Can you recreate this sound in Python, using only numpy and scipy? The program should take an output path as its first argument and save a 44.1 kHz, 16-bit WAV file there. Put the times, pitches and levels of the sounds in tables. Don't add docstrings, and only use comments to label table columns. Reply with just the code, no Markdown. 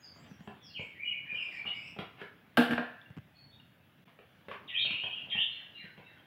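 import sys
import numpy as np
from scipy import signal
from scipy.io import wavfile
from scipy.ndimage import uniform_filter1d

SR = 44100
rng = np.random.default_rng(int(sys.argv[2]) if len(sys.argv) > 2 else 0)


def log_audio(samples):
    frames = np.atleast_2d(samples).T
    limited = np.clip(frames, -1, 1)
    pcm = np.round(limited * 32767).astype(np.int16)
    wavfile.write(sys.argv[1], SR, pcm)


N = 276066

# freq_hz, relative_density_db (per Hz)
SOLE_COLOUR = [(150, -18.5), (217, -6), (326, -21), (400, -4.5), (530, -15.5), (880, -10), (1900, -12),
               (3000, -13), (4500, -32), (6900, -57.5), (10900, -48), (15500, -53.5)]


def gain_of(db):
    return 10 ** (np.asarray(db) / 20)


def read(points, hz):
    f, value = np.transpose(points)
    return np.interp(np.log(hz + 1), np.log(f + 1), value)


def add(mix, start_s, sound):
    part = mix[round(start_s * SR):][:len(sound)]
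    part += sound[:len(part)]


def coloured(x, points, tilt_db_per_octave=0):
    hz = abs(np.fft.fftfreq(4096, 1 / SR))
    octaves = np.log2(np.clip(hz, 200, 3000) / 1000)
    log_gain = np.log(gain_of(read(points, hz) + tilt_db_per_octave * octaves))
    spectrum = np.exp(np.conj(signal.hilbert(log_gain)))
    taps = np.fft.ifft(spectrum).real[:2048]
    return signal.fftconvolve(x, taps / np.linalg.norm(taps))


def burst(contact_s, noise):
    t = np.arange(len(noise)) / SR
    rise = 1 - np.exp(-t / 0.00079)
    x = noise * rise * np.exp(-t / max(contact_s, .0005))
    return x / np.linalg.norm(x)


def hall(x, build_s, t60_factor):
    # freq_hz, t60_s (before t60_factor)
    decay = [(80, .3), (250, .45), (700, .7), (1700, .9), (3000, .8), (5000, .7), (8000, .62), (16000, .4)]
    taps = np.zeros(SR)
    slots = np.arange(0, SR - 16, 16)
    taps[slots + rng.integers(0, 16, len(slots))] = rng.choice([-1., 1.], len(slots))
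    hz, t, z = signal.stft(taps, SR, nperseg=256)
    fade_db = -60 * t / t60_factor / read(decay, hz)[:, None]
    tail = signal.istft(z * gain_of(fade_db), SR, nperseg=256)[1]
    late_s = np.arange(len(tail)) / SR
    tail = tail * (1 - np.exp(-late_s / build_s))
    tail = tail * (1 + 0.47 * np.exp(-(late_s / 0.083) ** 4))
    return signal.fftconvolve(x, tail / np.linalg.norm(tail))[:N]


def air():
    # freq_hz, relative_density_db (per Hz)
    colour = [(25, -48), (60, -22), (113, -11), (268, -17.5), (400, -25.5), (618, -22.5), (1090, -28),
              (1590, -24.5), (2650, -28), (3300, -27.5), (4080, -38), (6000, -44), (8500, -48.5),
              (11000, -39.5), (13000, -41), (15700, -35.5)]
    # time_s, rumble_db, street_db
    swell = [(0, -68, -66.5), (.25, -55.5, -64), (.6, -63, -66), (1.2, -63.5, -68), (1.501, -66, -58),
             (1.9, -61, -65.5), (2.3, -63, -66.5), (3.3, -64.5, -68.5), (3.7, -65.5, -68.5),
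             (4.2, -66.5, -69), (4.7, -63.5, -63.5), (5.199, -64, -61.5), (5.9, -66, -66),
             (6.26, -65, -65.5)]
    hiss_db = -77
    frames, hz = N // 256 + 5, np.fft.rfftfreq(1024, 1 / SR)[:, None]
    real, imag, patches = rng.standard_normal((frames, 513, 3)).T
    patches = uniform_filter1d(uniform_filter1d(patches, 8, 0), 12, 1)
    low = 1 / (1 + (hz / 330) ** 4)
    high = 1 / (1 + (5000 / (hz + 1)) ** 4)
    z = (real + 1j * imag) * gain_of(read(colour, hz) + 5.3 * patches * (3.5 - high))
    time_s, rumble_db, street_db = np.transpose(swell)
    t, out = np.arange(N) / SR, 0
    rumble = (low, np.interp(t, time_s, rumble_db))
    street = (1 - low - high, np.interp(t, time_s, street_db))
    for share, level_db in (rumble, street, (high, hiss_db)):
        layer = signal.istft(z * share, nperseg=1024, noverlap=768)[1][:N]
        out = out + gain_of(level_db) * layer / layer.std()
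    return out


def whistle(length_s, start_hz, end_hz, level_db, overtone_db, husk=1):
    u = np.linspace(0, 1, round(np.clip(length_s, .01, .19) * SR))
    hz = start_hz + (end_hz - start_hz) * u ** 0.77
    noise = rng.standard_normal((2, 9000))
    smooth = signal.oaconvolve(noise, np.hanning(200)[None] / 9)
    waver, flutter = smooth[:, 200:200 + len(u)]
    phase = 2 * np.pi * np.cumsum(hz + (35 + .003 * hz) * husk * waver) / SR
    overtones = np.sin(2 * phase) + 0.25 * np.sin(3 * phase) + 0.086 * np.sin(4 * phase)
    tone = (1 + .3 * flutter) * (np.sin(phase) + gain_of(overtone_db) * overtones)
    return gain_of(level_db) * tone * signal.windows.tukey(len(u), .4)


def birds():
    # start_s, length_s, start_hz, end_hz, level_db (before the echo mix)
    notes = [(0, 0.056, 1577, 1535, -68), (0, 0.012, 6700, 6440, -62), (.013, 0.075, 5180, 4500, -51.5),
             (.262, 0.079, 6200, 5380, -70.5), (.591, .064, 3480, 3296, -57),
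             (.617, 0.11, 6200, 3890, -56.5), (.686, 0.037, 2780, 2750, -56),
             (.735, 0.062, 3500, 2003, -38.5), (.795, 0.032, 2160, 2310, -46.5),
             (.942, 0.039, 1777, 2155, -53.5), (.983, 0.054, 2134, 2530, -37),
             (1.042, 0.06, 2932, 2910, -32.5), (1.107, 0.023, 2753, 2140, -34),
             (1.245, 0.03, 2300, 1556, -49), (1.277, 0.045, 2426, 2466, -34.5),
             (1.342, 0.055, 3103, 2611, -33), (1.396, 0.037, 2600, 2373, -36),
             (1.507, 0.029, 2440, 1750, -43.5), (1.547, 0.063, 2300, 2347, -39),
             (1.655, 0.03, 2780, 2993, -30.5), (4.73, 0.041, 2747, 2326, -30.5),
             (4.735, 0.08, 2775, 3897, -29.5), (4.77, 0.055, 3000, 3275, -35),
             (5.345, .07, 2533, 3168, -28.5), (5.374, 0.045, 2826, 3720, -28),
             (5.453, 0.11, 3040, 2627, -51.5), (1.538, 0.16, 4470, 4316, -68.5),
             (1.658, 0.017, 3100, 3640, -47.5), (1.675, 0.054, 3720, 3780, -63),
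             (1.705, .051, 2007, 2374, -41), (3.315, 0.086, 2503, 2535, -69),
             (3.34, 0.1, 4330, 4420, -57.5), (3.79, 0.041, 2580, 2670, -71), (3.91, 0.035, 2850, 3050, -75),
             (3.509, 0.028, 3400, 3800, -57), (4.776, 0.09, 3900, 4380, -47), (4.83, .045, 3598, 2187, -30),
             (4.911, 0.051, 3210, 2360, -33), (4.976, 0.075, 2600, 3374, -37),
             (5.04, 0.031, 2660, 2500, -35.5), (5.075, 0.058, 2700, 3280, -40),
             (5.15, 0.029, 3330, 2495, -37), (5.11, 0.059, 3250, 3280, -48), (5.25, 0.069, 3190, 3030, -59),
             (5.295, 0.058, 3210, 3136, -35), (6.168, 0.016, 2900, 3340, -62)]
    reedy_notes = [(1.31, 0.071, 2430, 2550, -59), (1.396, 0.053, 2540, 2490, -49.5),
                   (1.5, .069, 2498, 2485, -49), (1.734, 0.041, 2440, 2510, -48.5),
                   (1.802, 0.09, 2523, 2670, -48.5)]
    figures = {"flick": [(0, 0.024, 4130, 1996, 2), (.018, 0.053, 2022, 1788, -7)],
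               "far": [(0, 0.043, 2750, 2704, 2), (.002, 0.069, 3760, 3943, -5.5),
               (.03, .075, 2500, 1593, -2), (.105, 0.048, 1592, 1523, -4)],
               "peep": [(0, 0.13, 6100, 8600, 0.5)]}
    # start_s, figure, level_db, pitch_factor, time_stretch
    song = [(0.122, "peep", -71.5, 0.95, 0.74), (.39, "peep", -78, 0.99, 0.63),
            (.777, "peep", -73.5, 0.97, 0.52), (4.676, "flick", -40, 1.01, 0.94),
            (5.298, "flick", -36, .98, 0.9), (5.499, "far", -54.5, 1.07, 0.91),
            (5.737, "far", -48.5, 1.028, 0.97), (6.034, "far", -56, 0.99, 0.75)]
    clear_db, reedy_db = -53.5, -13.5
    sung = np.zeros(N)
    for table, overtone_db, husk in ((notes, clear_db, 1), (reedy_notes, reedy_db, 2.5)):
        for start_s, *note in table:
            add(sung, max(start_s, 0), whistle(*note, overtone_db, husk))
    for start_s, figure, level_db, pitch, stretch in song:
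        for delay_s, length_s, start_hz, end_hz, relative_db in figures[figure]:
            note = whistle(length_s * stretch, start_hz * pitch, end_hz * pitch,
                           level_db + relative_db, clear_db)
            add(sung, start_s + delay_s * stretch, note)
    heard = gain_of(-10) * sung
    heard = heard + hall(sung, 0.0075, 0.78)
    rasp = np.sqrt(abs(uniform_filter1d(heard ** 2, 600))) * rng.standard_normal(N)
    band = signal.butter(2, [9800, 12500], "band", fs=SR, output="sos")
    return heard + gain_of(-39.5) * signal.sosfilt(band, rasp)


def steps():
    # start_s, slap_db (gain of slap and ring), thud_db, tile_ring_hz, tilt_db_per_octave
    contacts = [(0.161, -50, -60, 676, -1), (.475, -35.5, -48, 730, -4.5), (.794, -36.5, -43, 406, -6),
                (1.324, -46.5, -52, 463, -0.5), (1.653, -38.5, -72, 1180, -3.7), (1.673, -43, -70, 760, 11),
                (1.964, -42.5, -54, 810, -5), (1.988, -29, -38.5, 382, 1), (2.215, -34, -48.5, 1653, -1.7),
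                (2.733, -26, -40.5, 306, 2.5), (4.189, -46.5, -70, 680, -2), (4.484, -36, -73, 512, 0.5),
                (4.514, -32.5, -52, 1125, -2), (4.849, -40, -50, 646, 1.5), (4.907, -37.5, -48.5, 271, 5.5),
                (5.037, -37.5, -50.5, 703, 0), (5.273, -49, -70, 713, -9), (5.351, -37.5, -46.5, 830, -3.5),
                (5.84, -47.5, -48, 375, 9), (5.978, -41, -56, 422, -4)]
    # time_s, distance_m
    walk = [(0, 4.2), (.6, 3.6), (1.5, 5.5), (2.3, 3.4), (2.75, 1.6), (3.3, 1.6), (4.0, 3.0), (6.26, 5.8)]
    even_m = 3.0
    slab_hz, spread_octaves = 165, .2
    near, echoed, t = np.zeros(N), np.zeros(N), np.arange(4000) / SR
    for start_s, slap_db, thud_db, ring_hz, tilt_db in contacts:
        thud_hz = slab_hz * 2 ** (spread_octaves * rng.uniform(-1, 1))
        slap = 6 * coloured(burst(0.0029, rng.standard_normal(1953)), SOLE_COLOUR, tilt_db)
        slap = slap + 0.76 * np.sin(2 * np.pi * ring_hz * t) * np.exp(-t / 0.0029)
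        slap = gain_of(slap_db) * slap
        thud_envelope = t / 0.0018 * np.exp(1 - t / 0.0032)
        thud = gain_of(thud_db) * np.sin(2 * np.pi * thud_hz * t) * thud_envelope
        add(near, start_s, slap + thud)
        echo_share = np.interp(start_s, *np.transpose(walk)) / even_m
        add(echoed, start_s, echo_share * (slap + 0.33 * thud))
    return near + hall(echoed, 0.0055, 0.62)


def scuffs():
    # end_s, length_s, level_db (before the echo is added)
    drags = [(0.256, 0.038, -61.5), (2.213, 0.062, -53.5), (4.084, 0.02, -61), (4.531, 0.044, -50.5)]
    out = np.zeros(N)
    for end_s, length_s, level_db in drags:
        swell = np.linspace(0, 1, round(max(length_s, .01) * SR)) ** 1.4
        drag = coloured(swell * rng.standard_normal(len(swell)), SOLE_COLOUR, tilt_db_per_octave=1)
        add(out, end_s - length_s, gain_of(level_db) * drag)
    return out + 1.5 * hall(out, 0.0038, 0.38)


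def thumps():
    # start_s, level_db, pitch_hz
    pushes = [(0.312, -40.5, 193), (0.392, -49, 165), (0.406, -41, 175), (3.103, -41.5, 133),
              (3.167, -40.5, 202), (3.174, -36.5, 210), (3.184, -39, 124)]
    decay_s, click_db = 0.0036, 3
    out, t = np.zeros(N), np.arange(2000) / SR
    dull = signal.butter(2, 1300, fs=SR, output="sos")
    for start_s, level_db, pitch_hz in pushes:
        push = np.sin(2 * np.pi * pitch_hz * t) * t / decay_s * np.exp(1 - t / decay_s)
        click = signal.sosfilt(dull, rng.standard_normal(len(t))) * np.exp(-t / 0.0027)
        add(out, start_s, gain_of(level_db) * (push + gain_of(click_db) * click))
    return out


def bottle():
    # start_s, ring_db, crack_db (before the common crack gains), contact_s, treble_edge_hz
    knocks = [(2.571, -61, -19.5, 0.0087, 13900), (2.579, -17.5, -25, 0.054, 14000),
              (2.694, -30.5, -58, 0.0056, 5000), (2.708, -25.5, -32, 0.011, 12100),
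              (2.779, -32, -28, 0.0024, 3180)]
    # freq_hz, relative_db, t60_s
    modes = [(171, -10, 0.17), (242.2, 3, 0.25), (301.4, -3, 0.19), (473.8, -6.5, 0.26), (684, -5, 0.049),
             (873, -10.5, 0.098), (1730, -29, 1), (3010, -20, .06)]
    # freq_hz, relative_density_db (per Hz)
    crack_colour = [(300, -25), (460, -11), (700, -3), (1120, -15.5), (1590, -6.5), (2150, -19.5),
                    (2920, -12), (4500, -29), (6500, -43.5), (10600, -36.5), (15500, -35)]
    # level_db (before the common crack gain), half_fade_s, snaps_per_s
    crinkle = (-57.5, 0.1, 3700)
    rings, cracks, t = np.zeros(N), np.zeros(N), np.arange(SR // 2) / SR
    ring = sum(gain_of(db - 60 * t / t60_s) * np.sin(2 * np.pi * hz * t) for hz, db, t60_s in modes)
    for start_s, ring_db, crack_db, contact_s, edge_hz in knocks:
        add(rings, start_s, gain_of(ring_db) * ring * (1 - np.exp(-t / 0.0039)))
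        crack = coloured(burst(contact_s, rng.standard_normal(4000)), crack_colour)
        treble_cut = signal.butter(2, min(edge_hz, 16000), fs=SR, output="sos")
        add(cracks, start_s, 15 * gain_of(crack_db) * signal.sosfilt(treble_cut, crack))
    crinkle_db, half_fade_s, snaps_per_s = crinkle
    snaps = rng.standard_normal(len(t)) * (rng.random(len(t)) < snaps_per_s / SR)
    snaps = snaps * np.sqrt(SR / snaps_per_s)
    fading = snaps * np.exp(-(t / (2 * half_fade_s)) ** 2)
    first_knock_s = knocks[0][0]
    add(cracks, first_knock_s, gain_of(crinkle_db) * coloured(fading, crack_colour, 1.1))
    faint_rings = gain_of(-9) * rings
    return rings + gain_of(1.0) * cracks + hall(cracks + faint_rings, 0.0014, 0.76)


def ticks():
    # start_s, level_db, pitch_hz, ring_s
    rings = [(3.015, -49, 3470, 0.00099), (3.058, -54, 2770, 0.0035), (3.175, -53, 2650, 0.00053),
             (3.598, -52, 2840, 0.0028)]
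    out, t = np.zeros(N), np.arange(2000) / SR
    for start_s, level_db, pitch_hz, ring_s in rings:
        envelope = t / ring_s * np.exp(1 - t / ring_s)
        add(out, start_s, gain_of(level_db) * np.sin(2 * np.pi * pitch_hz * t) * envelope)
    return out + gain_of(-7) * hall(out, .005, 1.0)


def scene():
    return (birds() + steps() + scuffs() + thumps() + bottle() + ticks() + air())[None]


def record(dry):
    # width_s, depth_db
    dip = (0.005, -20)
    width_s, depth_db = dip
    dip_s, bass_cut_hz, band_edge_hz = 4.049, 75, 15850
    dip_shape = np.exp(-((np.arange(N) / SR - dip_s) / width_s) ** 4)
    dipped = dry * gain_of(depth_db * dip_shape)
    thin = signal.sosfilt(signal.butter(4, bass_cut_hz, "high", fs=SR, output="sos"), dipped)
    band_limit = signal.firwin(511, band_edge_hz, window=("kaiser", 9), fs=SR)
    return signal.oaconvolve(thin, band_limit[None], "same")


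dry = scene()
out = record(dry)
log_audio(out)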